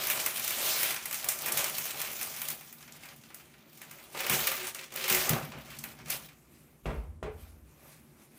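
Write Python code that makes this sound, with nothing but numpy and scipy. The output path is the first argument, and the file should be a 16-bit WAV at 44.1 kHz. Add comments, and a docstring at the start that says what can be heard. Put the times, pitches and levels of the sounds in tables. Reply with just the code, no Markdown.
"""A small kitchen with a quiet room hum, one microphone near the hands, the same signal on both channels. Mitts
slide a cake pan on crinkling baking paper (creased noise and snaps), grip it and carry it, then set it on a
paper-lined steel tray that sings under its rim. The tray is pushed into the oven, whose cavity drones, and the
paper crushes. A soft treble of mitt rustle and background hiss remains, dipping after the door shuts in two
dull thumps (damped modes under a noisy clank); a faint thin spring ring follows."""
import sys
import numpy as np
from scipy import signal
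from scipy.fft import rfft, irfft, next_fast_len
from scipy.io import wavfile
from scipy.ndimage import uniform_filter1d, map_coordinates

SR = 44100
rng = np.random.default_rng(int(sys.argv[2]) if len(sys.argv) > 2 else 0)


def gain_from_db(level_db):
    """Turn a decibel level (scalar or array-like) into a linear amplitude factor."""
    decades = np.asarray(level_db, float) / 20
    return 10 ** decades


def int16_out(signal):
    """Quantize to a 16-bit WAV file."""
    q = np.round(np.clip(np.atleast_2d(signal).T, -1, 1) * 32767)
    wavfile.write(sys.argv[1], SR, q.astype(np.int16))


N = 369866

# Room and microphone.
# Appliance murmur. Each row: frequency in Hz, relative level in dB per Hz.
MURMUR_SPECTRUM = [(21, -45), (35, -16.5), (97, -8.5), (151, -9.5), (359, -1.5), (413, -8.5), (593, -14),
                   (662, -16), (1130, -21), (1500, -30.5), (1950, -56), (3300, -120)]
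# The microphone's own hiss. Each row: frequency in Hz, relative level in dB per Hz.
HISS_SPECTRUM = [(710, -28), (1200, -0.5), (1290, -14), (1500, -4), (4440, -14.5), (9320, -6),
                 (15600, -37.5)]
# Decay of the kitchen's answer. Each row: frequency in Hz, t60 in s.
KITCHEN_DECAY = [(100, 0.13), (500, 0.42), (2000, 0.13), (6000, 0.14), (15000, 0.091)]
# The microphone's response. Each row: frequency in Hz, gain in dB.
MICROPHONE_RESPONSE = [(20, -38), (32, -11), (45, -3), (15800, 1), (16000, -42), (17000, -66)]

# Oven, door and tray.
# Blows on the oven. Each row: start in s, clank level in dB, place (-1 panel to 1 cavity wall),
# weight as boom in dB re clank, ring-time factor.
OVEN_BLOWS = [(4.302, -21.5, 0.18, -33, 1.6), (5.109, -20.5, -0.11, -28, 1.04),
              (5.303, -20.5, 0.92, -40, 1.6), (5.998, -42.5, -0.082, -16, 1.7),
              (6.857, -20, 0.34, -10, 1.66), (6.905, -25.5, 0.48, 0, .93),
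              (7.228, -23, -0.076, -11.5, 1.27), (7.261, -27, -0.84, -4.5, 0.72),
              (7.433, -77, 0.61, 6, 1.04)]
# Modes of the door and the air in the room. Each row: Hz, relative level in dB, t60 in s at ring factor 1.
BOOM_MODES = [(53.3, 3.5, 0.31), (71, -14, 0.18), (45.3, -12, 0.24)]
# Modes of the oven cavity. Each row: Hz, relative level in dB, t60 in s at ring factor 1.
CAVITY_MODES = [(149.7, 5.5, 0.14), (119.3, -1, 0.15), (232, -11, 0.33)]
# Modes of the steel panels. Each row: Hz, relative level in dB, t60 in s at ring factor 1.
PANEL_MODES = [(371.6, 3.5, 0.23), (438, -3, 0.16), (476, -10, 0.41), (650, -23, 0.16)]
# Modes of the door's glass and steel. Each row: Hz, relative level in dB, t60 in s at ring factor 1.
DOOR_MODES = [(389.7, -1.5, 0.24), (430.5, -0.5, 0.24), (519, -13, 0.17), (635, -12, 0.18)]
# Clank of the tray. Each row: frequency in Hz, relative level in dB per Hz.
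TRAY_CLANK_SPECTRUM = [(120, -28), (200, -2.5), (294, -15.5), (396, -12.5), (818, -19.5), (999, -11),
                       (1760, -24), (2450, -21), (2820, -27), (6000, -53), (7800, -68), (13200, -120)]
# Clank of the door. Each row: frequency in Hz, relative level in dB per Hz.
DOOR_CLANK_SPECTRUM = [(120, -35), (200, -9), (300, -13.5), (450, -6.5), (800, -10), (1200, -14),
                       (1800, -19), (2600, -21.5), (3400, -33), (6000, -58), (13200, -120)]
# Metal on metal. Each row: frequency in Hz, relative level in dB per Hz.
EDGE_SPECTRUM = [(600, -14), (1200, -2), (2200, -37), (3300, 0), (4500, -12.5), (9000, -17), (16000, -31)]
# The droning oven cavity. Each row: frequency in Hz, relative level in dB per Hz.
DRONE_SPECTRUM = [(47, -45), (80, -18.5), (113, -5.5), (151, 4.5), (166, 1), (188, -10.5), (227, 0.5),
                  (268, -11), (330, -11), (430, -62.5), (730, -120)]
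# The rumbling floor. Each row: frequency in Hz, relative level in dB per Hz.
RUMBLE_SPECTRUM = [(21, -24), (35, -14), (54, 13), (72, 11), (95, 7), (120, -42), (210, -120)]
# Steel tray under the sliding pan. Each row: resonance in Hz, width in Hz, relative level in dB.
TRAY_RESONANCES = [(368.5, 8.7, 3.5), (540, 9.5, 4), (1174, 28, -8), (2330, 1800, -4)]
# The pan scraping steel. Each row: start in s, length in s, level in dB.
RIM_SLIPS = [(4.219, 0.12, -37), (4.477, 0.028, -34.5), (4.634, 0.016, -39), (4.8, 0.0085, -48),
             (4.984, 0.35, -39)]

# Hands, paper and pan.
# Creases snapping. Each row: start in s, level in dB, bright centre in Hz, body in dB re level, body in Hz.
CREASE_SNAPS = [(0.0356, -20, 14600, -26, 2340), (0.0693, -14.5, 15200, -26, 1750),
                (0.0996, -9, 14400, -13, 1270), (0.173, -20, 4640, -12, 2540),
                (0.198, -15, 7540, -16, 2400), (0.2394, -29, 13900, -18, 1550),
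                (0.2608, -12, 12500, -13.5, 2170), (0.342, -25, 15200, -22, 2360),
                (0.3785, -26, 15300, -5.5, 2930), (0.395, -18.5, 14300, -18, 2380),
                (0.4444, -20.5, 10100, -14, 1430), (0.4771, -15, 12500, -17.5, 2460),
                (0.5046, -17, 14100, -12.5, 2340), (0.83, -11.5, 14000, -14.5, 1600),
                (0.906, -20.5, 11000, -9, 2030), (0.9424, -21.5, 14200, -10.5, 2580),
                (0.9607, -21, 5000, -8, 1830), (1.0241, -28.5, 4720, -20, 2330),
                (1.055, -19.5, 11200, -12.5, 1980), (1.1099, -21.5, 10900, -11.5, 2430),
                (1.1263, -18.5, 14700, -14, 2200), (1.143, -15.5, 7300, -18, 2830),
                (1.1972, -26, 5400, -16, 2760), (1.2426, -18.5, 14000, -16, 2340),
                (1.286, -8, 9200, -19.5, 2080), (1.3195, -23, 14300, -16, 1520),
                (1.354, -33, 5410, -17, 2890), (1.3872, -21, 7540, -20, 2320),
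                (1.4193, -23, 14500, -27, 1740), (1.4593, -15.5, 12500, -14.5, 1200),
                (1.4815, -19.5, 14400, -11.5, 2310), (1.5195, -13, 10800, -27, 1680),
                (1.573, -9.5, 12400, -17.5, 2150), (1.6412, -15, 8890, -14, 3080),
                (1.6964, -22, 14900, -20, 2130), (1.7656, -33, 14400, -6, 3030),
                (1.7819, -14.5, 14900, -19.5, 2450), (1.854, -19, 14200, -18, 2440),
                (2.0014, -22, 12600, -11, 2080), (2.0143, -18.5, 13500, -14.5, 3080),
                (2.1141, -25, 14700, -31, 2420), (2.2114, -20.5, 14600, -10.5, 3430),
                (2.228, -19, 14800, -27, 3190), (2.3624, -27.5, 12700, -29, 1670),
                (2.4069, -28, 13500, -17, 1020), (2.4164, -17.5, 15200, -13.5, 2960),
                (2.4842, -18, 14100, -18.5, 3180), (2.5007, -18.5, 14800, -20, 2660),
                (2.6085, -34, 14800, -8.5, 1060), (2.7258, -29, 14500, -19, 2590),
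                (2.8075, -47, 14300, -3, 1240), (2.8256, -34, 4960, -13.5, 1700),
                (2.8764, -37, 4780, -5.5, 1470), (2.9214, -33.5, 5100, -29, 2400),
                (3.0061, -50, 4700, -16, 1570), (3.0335, -36, 5720, -6.5, 2190),
                (3.0544, -35, 12500, -7, 2280), (3.087, -31.5, 4560, -18, 2240),
                (3.1612, -41, 12800, -27, 2540), (3.236, -38.5, 4700, -13, 2710),
                (3.3026, -45, 4660, 1.5, 2100), (3.3436, -30, 11400, -18, 1990),
                (3.3972, -41.5, 13700, -4.5, 3140), (3.5384, -51, 14500, 2, 3370),
                (3.7517, -47, 8870, -23, 3030), (3.7733, -39, 13700, -14, 2310),
                (3.8156, -31, 12100, -8, 2330), (3.9098, -31.5, 11300, -11, 2310),
                (3.9848, -43.5, 14900, -1.5, 1260), (4.15, -36, 6610, -6.5, 2360),
                (4.174, -27, 8060, -13, 2340), (4.1906, -25, 4150, -13, 2360),
                (4.2033, -21, 12700, -8.5, 2210), (4.2634, -21.5, 10600, -5, 2260),
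                (4.2963, -11, 13500, -11, 2310), (4.3899, -18, 14000, -8.5, 1320),
                (4.4695, -10, 14400, -16.5, 2470), (4.5157, -16.5, 15200, -9.5, 2430),
                (4.669, -23, 8300, -17, 3490), (4.7466, -23, 8400, -14, 1570),
                (4.81, -33.5, 6070, -4.5, 2400), (4.8379, -34, 6460, -18, 2180),
                (4.9211, -30.5, 4510, -13, 1400), (4.938, -31, 13300, -18, 1960),
                (4.9601, -21, 15300, -18, 2300), (5.0112, -24, 4310, -20, 3440),
                (5.042, -31.5, 4460, -9, 2360), (5.08, -15, 15100, -11, 2360),
                (5.0977, -11.5, 11600, -13, 3360), (5.1238, -11.5, 14800, -14, 1920),
                (5.1466, -8.5, 14600, -15.5, 2080), (5.2913, -10.5, 13400, -14, 1390),
                (5.4276, -35.5, 4560, -2, 2400), (5.5185, -35.5, 5280, -1, 1180),
                (5.7673, -35, 4730, -16, 2030), (5.7866, -27.5, 7500, -32, 1320),
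                (5.8375, -23.5, 14500, -11, 2580), (5.9886, -40.5, 5250, -3, 1270),
                (6.0581, -33, 5170, -13, 1580), (6.0826, -31, 8890, -19, 2460),
                (6.101, -15.5, 14500, -22, 2370), (6.2866, -45, 4270, -1.5, 2230)]
# Hands on paper and pan, one list a move (slide, grip, carry, set down, straighten, push in).
# Each row: time in s, speed as crinkle in dB, weight on the pan as drag in dB re crinkle.
HAND_MOVES = [
    [(0.0, -36.5, -6.5), (0.246, -38.5, -11.5), (0.266, -36, -6), (0.288, -41, -10), (0.492, -38, -12.5),
     (0.674, -31.5, -11), (0.754, -32.5, -11.5), (0.908, -34.5, -8.5), (1.0, -48, -18)],
    [(1.01, -48.5, -7), (1.12, -44.5, -8.5), (1.408, -45, -5.5), (1.62, -36.5, -5), (1.776, -42.5, -10),
     (2.05, -42, -6.5), (2.396, -44, -10.5), (2.532, -46, -9.5), (2.6, -50.5, -11)],
    [(2.61, -52.5, -9.5), (2.78, -59.5, -7), (3.128, -58, 1), (3.18, -61, -9), (3.708, -66.5, -1),
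     (3.794, -58, -14), (3.806, -62, -1), (3.994, -56.5, -5.5), (4.14, -55, -7)],
    [(4.15, -49, 2), (4.23, -48, -0.5), (4.346, -31.5, -6), (4.4, -38.5, -7.5), (4.554, -41.5, -8),
     (4.678, -43.5, -4.5), (4.738, -58, -11), (4.756, -52, 2), (4.91, -71, -17.5)],
    [(4.92, -52.5, -1.5), (5.0, -46, -3), (5.07, -43, -10.5), (5.114, -33, -7), (5.17, -34, -3.5),
     (5.212, -34.5, -9.5), (5.334, -43, 5), (5.5, -58, 1)],
    [(5.51, -54, -5), (5.532, -61.5, 13.5), (5.646, -58.5, 1), (5.896, -56.5, 1), (5.962, -63, 0),
     (5.998, -68, 14), (6.048, -64, 0), (6.09, -48.5, -1)],
]
# Soft treble once the paper is gone: mitt rustle and background hiss together, dipping after the thumps. # Each
# row: time in s, level in dB.
SOFT_TREBLE = [(6.35, -69.5), (6.64, -65.5), (6.66, -69), (6.83, -72), (6.85, -62.5), (7.1, -75.5),
               (7.22, -84), (7.23, -66), (7.27, -92), (7.32, -72), (7.43, -61), (7.63, -74), (7.68, -68.5),
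               (7.9, -60.5), (8.12, -70.5), (8.2, -63.5), (8.31, -70.5), (8.38, -61.5)]
# Crinkling paper. Each row: frequency in Hz, relative level in dB per Hz.
CRINKLE_SPECTRUM = [(1760, -34), (3000, -4.5), (4380, -5.5), (6110, -4.5), (7880, -5.5), (10200, -6),
                    (14400, -4), (15100, 2), (15600, -23.5)]
# Soft treble without paper: mitts and background hiss. Each row: frequency in Hz, relative level in dB per Hz.
SLEEVE_SPECTRUM = [(1470, -30), (2500, -29), (3000, -16), (3580, -4), (4180, -5), (13700, 4.5), (15700, -8)]
# Rubbing paper. Each row: frequency in Hz, relative level in dB per Hz.
RUB_SPECTRUM = [(470, -14.5), (800, -1.5), (891, -4), (947, -1.5), (999, -2), (1980, 1), (2390, 3),
                (3680, -9.5), (5000, -13), (6500, -18), (11000, -120)]
# The dragging pan. Each row: frequency in Hz, relative level in dB per Hz.
DRAG_SPECTRUM = [(160, -11.5), (280, -10), (328, -5.5), (371, -2.5), (481, -5), (571, 0), (946, -7),
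                 (1200, -5.5), (1560, -10.5), (2640, -120)]

PAPER_GONE_S = 6.35  # the lined tray is inside the oven
CAVITY_DB, PANEL_DB, PLACE_DB = -17.5, -11, 14.5  # re clank; dB per unit of place


def unit(x):
    """Scale to rms 1."""
    return x / np.sqrt(np.mean(x ** 2) + 1e-20)


def along(points, hz):
    """Interpolate (Hz, value) points on a log frequency axis."""
    f, v = np.transpose(points)
    return np.interp(np.log(hz + 1), np.log(f + 1), v)


def coloured(x, spectrum):
    """Filter x through a spectrum of (Hz, dB) points."""
    m = next_fast_len(len(x) + 8192)
    gain = gain_from_db(along(spectrum, np.fft.rfftfreq(m, 1 / SR)))
    return irfft(rfft(x, m) * gain, m)[:len(x)]


def resonant(x, modes):
    """Filter x through (Hz, width Hz, dB) resonances of alternating sign."""
    m = next_fast_len(len(x) + 8192)
    f = np.fft.rfftfreq(m, 1 / SR)
    gain = 0
    for k, (hz, width, db) in enumerate(modes):
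        gain = gain + (-1) ** k * gain_from_db(db) * 1j * f * width / (hz * hz - f * f + 1j * f * width)
    return irfft(rfft(x, m) * gain, m)[:len(x)]


def wobble(rate):
    """A smooth random curve, rate knots a second."""
    knots = rng.standard_normal(int(N * rate / SR) + 4)
    return map_coordinates(knots, [np.arange(N) * rate / SR])


def fade(t60, seconds):
    """An exponential decay."""
    return gain_from_db(-60 * np.arange(int(seconds * SR)) / SR / max(t60, .002))


def stroke(start, end, db, rise_db_per_s, fall_db_per_s):
    """A gain that climbs to db at start, holds to end and falls away."""
    t = np.arange(N) / SR
    before, after = np.maximum(start - t, 0), np.maximum(t - end, 0)
    return gain_from_db(db - rise_db_per_s * before - fall_db_per_s * after)


def crackle(rate, spread_db, t60, bed_db):
    """Noise made of tiny creases: many small, few big, each dying fast, on a smooth bed."""
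    chance, size = rng.random((2, N))
    kicks = (chance < rate / SR) * gain_from_db(-spread_db * np.log(size + 0.042))
    shape = unit(signal.fftconvolve(kicks, fade(t60, .08))[:N])
    return (shape + gain_from_db(bed_db)) / (1 + gain_from_db(bed_db)) * rng.standard_normal(N)


def patches(x, depth_db):
    """Different folds of the sheet speak in turn: random gain over pitch and time."""
    z = signal.stft(x, nperseg=512)[2]
    field = uniform_filter1d(rng.standard_normal(z.shape), size=24, axis=0)
    field = uniform_filter1d(field, size=10, axis=1)
    return signal.istft(z * gain_from_db(depth_db * unit(field)), nperseg=512)[1][:N]


def ring(modes, factor, rise, shake):
    """Damped modes that take a moment to swell; loose parts shake their phase."""
    t = np.arange(SR) / SR
    drift = shake * np.cumsum(rng.standard_normal((len(modes), SR)), axis=1) / np.sqrt(SR)
    tones = np.zeros(SR)
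    for (hz, db, t60), phase in zip(modes, drift):
        tones += gain_from_db(db - 60 * t / (t60 * factor)) * np.sin(2 * np.pi * hz * t + phase)
    return tones * (1 - np.exp(-t / rise))


def hum():
    """The steady murmur of appliances and the microphone's own hiss, both coloured noise."""
    murmur = gain_from_db(-65 + 1.3 * wobble(9.8)) * unit(coloured(rng.standard_normal(N), MURMUR_SPECTRUM))
    return murmur + gain_from_db(-78.0) * unit(coloured(rng.standard_normal(N), HISS_SPECTRUM))


def kitchen(x):
    """The walls answer with a noise tail in which each frequency dies at its own speed."""
    hz, t, z = signal.stft(rng.standard_normal(SR // 2), SR, nperseg=256)
    decay = gain_from_db(-60 * t / along(KITCHEN_DECAY, hz)[:, None])
    tail = signal.istft(z * decay, SR, nperseg=256)[1]
    delayed = np.pad(x, (200, 0))  # samples on the way to the walls
    return signal.fftconvolve(delayed, tail / np.linalg.norm(tail))[:N]


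def drone_and_rumble(drag_db):
    """Cavity drone and floor rumble swell with the tray's run on its rails and after every blow."""
    drone = stroke(5.42, 6.12, -56, 150, 97)
    rumble = stroke(5.42, 6.12, -64.5, 100, 17)
    for s, db, place, weight_db, _ in OVEN_BLOWS:
        cavity_db = db + CAVITY_DB + PLACE_DB * place
        drone += stroke(s + 0.028, s + 0.025, cavity_db - 9.5, 900, 60 / .5)  # t60 0.5 s
        rumble += stroke(s + 0.044, s + 0.045, db + weight_db - 17, 600, 60 / 1.2)  # t60 1.2 s
    drone += gain_from_db(-60.5 + 0.19 * (drag_db + 60))  # with the air, following the drag a little
    rumble += gain_from_db(-74)  # the floor at rest
    drone *= gain_from_db(0.88 * wobble(7) + 1.5 * wobble(21))
    rumble *= gain_from_db(1.8 * wobble(6))
    return (drone * unit(coloured(rng.standard_normal(N), DRONE_SPECTRUM))
            + rumble * unit(coloured(rng.standard_normal(N), RUMBLE_SPECTRUM)))


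def spring():
    """The door spring settles: noise through one narrow resonance, a faint thin ring."""
    start_s, db, t60 = 7.375, -63, 0.3
    thin = resonant(rng.standard_normal(int(.4 * SR)), [(3100, 120, 0)])
    ring_out = gain_from_db(db) * fade(t60, .4) * unit(thin)
    return np.pad(ring_out, (round(start_s * SR), N))[:N]


def oven():
    """Tray and door hit through rubber and paper: boom, cavity and panels ring over a dull clank."""
    body, tray_clank, door_clank, edge = np.zeros((4, N + SR))
    for s, db, place, weight_db, factor in OVEN_BLOWS:
        hit, door = slice(round(s * SR), round(s * SR) + SR), s > PAPER_GONE_S
        body[hit] += gain_from_db(db + weight_db + 9.5) * ring(BOOM_MODES, factor, rise=0.068, shake=2.8)
        cavity_db = db + CAVITY_DB + PLACE_DB * place
        body[hit] += gain_from_db(cavity_db) * ring(CAVITY_MODES, factor, rise=0.0078, shake=4.5)
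        panel_db = db + PANEL_DB - PLACE_DB * place
        panels = DOOR_MODES if door else PANEL_MODES
        body[hit] += gain_from_db(panel_db) * ring(panels, factor, rise=0.026, shake=3.5)
        clank = door_clank if door else tray_clank
        decay = fade(0.31 * factor, 1) + 1.85 * fade(0.012, 1)
        clank[hit] += gain_from_db(db + 5.5) * decay * rng.standard_normal(SR)
        # heavy blows are duller; the door rattles its shelves harder and longer
        edge_db = db - 23.5 - 0.47 * weight_db + door * 3
        edge_t60 = (0.13 if door else 0.082) * factor
        edge[hit] += gain_from_db(edge_db) * fade(edge_t60, 1) * rng.standard_normal(SR)
    rattle = gain_from_db(0.73 * wobble(90))  # loose shelves chatter
    clanks = coloured(rattle * tray_clank[:N], TRAY_CLANK_SPECTRUM)
    clanks += coloured(rattle * door_clank[:N], DOOR_CLANK_SPECTRUM)
    clanks += coloured(rattle * edge[:N], EDGE_SPECTRUM)
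    return body[:N], clanks


def scrape():
    """Short slips of the pan's rim make the tray sing at its own resonances."""
    level = np.zeros(N)
    for s, length, db in RIM_SLIPS:
        level += stroke(s, s + length, db, rise_db_per_s=309, fall_db_per_s=227)  # grip, let go
    return level * unit(resonant(crackle(260, spread_db=9.5, t60=0.041, bed_db=-11), TRAY_RESONANCES))


def snaps():
    """A crease buckles in a few milliseconds, bright on top with a papery body; the worktop echoes it."""
    top, body, t = np.zeros(N + SR), np.zeros(N + SR), np.arange(SR // 5) / SR
    for s, db, top_hz, body_db, body_hz in CREASE_SNAPS:
        top_noise, body_noise, fibre_noise = rng.standard_normal((3, len(t)))
        length_s = 0.0041 * np.exp(0.2 * rng.standard_normal())  # median, log scatter
        u = t / max(length_s, .001)
        fibres = gain_from_db(7.94 * np.clip(fibre_noise, -3, 2.2) - 8)  # single fibres give way as sharp spikes
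        onset = 1 - np.exp(-2.5 * u)
        buckle = onset * fibres * np.exp(-u ** 2)
        echo = onset * gain_from_db(-14.0) * fade(0.28, .2)
        fold = [(top_hz, 1.62 * top_hz, 0)]  # the size of the fold sets a broad colour
        bright = 0.065 * top_noise + 1.137 * resonant(resonant(top_noise, fold), fold)
        knock = 0.82 * resonant(buckle * body_noise, [(body_hz, 0.064 * body_hz, 0)])
        papery = knock + (0.34 * buckle + 0.98 * echo) * body_noise
        at = round(s * SR)
        top[at:][:len(t)] += gain_from_db(db + 0.5) * (buckle + echo) * bright
        body[at:][:len(t)] += gain_from_db(db + body_db + 13.5) * papery
    return coloured(top[:N], CRINKLE_SPECTRUM) + coloured(body[:N], RUB_SPECTRUM)


def hand_motion():
    """Speed (crinkle dB) and weight (drag dB re crinkle) of the hands, then the soft treble of mitts and hiss."""
    mitts = [(s, db, -4.5) for s, db in SOFT_TREBLE]  # empty mitts drag little
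    s, speed, weight = np.vstack([*HAND_MOVES, mitts]).T
    t = np.arange(N) / SR
    moving, weight_db = gain_from_db(np.interp(t, s, speed)), np.interp(t, s, weight)
    # the paper crushes against the back wall, with a weight of its own
    crush = stroke(6.1, 6.13, -38, 3000, 216)
    weight_db = (moving * weight_db + crush * -9.5) / (moving + crush)
    return 20 * np.log10(moving + crush), weight_db


def handling(crinkle_db, weight_db):
    """Paper, cloth and pan move together: speed sets the crinkle, weight shifts it towards rub and drag."""
    papered = np.arange(N) < PAPER_GONE_S * SR
    rub_db, drag_db = crinkle_db + 0.5 + 0.74 * weight_db, crinkle_db + weight_db
    # creasing 0-1: fast slides are smoother, and the pan glides flat over the board for a while
    glide = stroke(.53, .92, 0, 100, 86)
    crumple = np.clip(0.52 - 0.17 * (crinkle_db + 37) - .6 * glide, 0, 1)
    crumple = np.where(papered, crumple, 0.35)  # wool has no creases, only a soft grain
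    # broad clicks shared by treble and middle
    creases = crackle(500, spread_db=6.0, t60=0.031, bed_db=17.0 - 17.4 * crumple)
    creases = patches(creases, depth_db=2.12)
    flutter = 2.06 * crumple * wobble(25)  # dB
    paper, wool = unit(coloured(creases, CRINKLE_SPECTRUM)), unit(coloured(creases, SLEEVE_SPECTRUM))
    crinkle = gain_from_db(crinkle_db + flutter) * np.where(papered, paper, wool)
    smoothed = creases + 1.84 * rng.standard_normal(N)
    rub = gain_from_db(rub_db + 1.03 * flutter) * unit(coloured(smoothed, RUB_SPECTRUM))
    grain = crackle(210, spread_db=8.5, t60=0.058, bed_db=7)
    drag = gain_from_db(drag_db + 2.3 * wobble(11)) * unit(coloured(grain, DRAG_SPECTRUM))
    return crinkle + rub + drag


def scene():
    """Everything reaches one microphone; near sounds and clanks also come by way of the walls."""
    crinkle_db, weight_db = hand_motion()
    body, clank = oven()
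    near = drone_and_rumble(crinkle_db + weight_db) + spring() + scrape() + snaps()
    near += handling(crinkle_db, weight_db)
    walls = kitchen(gain_from_db(-13.5) * near + gain_from_db(-10.5) * clank)
    mono = hum() + walls + body + clank + near
    return np.array([mono, mono])


def low_pass(x):
    """Removes everything above the highest recorded frequency."""
    return signal.sosfilt(signal.butter(12, 16800, fs=SR, output="sos"), x)


def record(dry):
    """The microphone drops the deepest bass and the highest treble."""
    mix = np.array([coloured(side, MICROPHONE_RESPONSE) for side in dry])
    return low_pass(mix)


dry = scene()
out = record(dry)
int16_out(out)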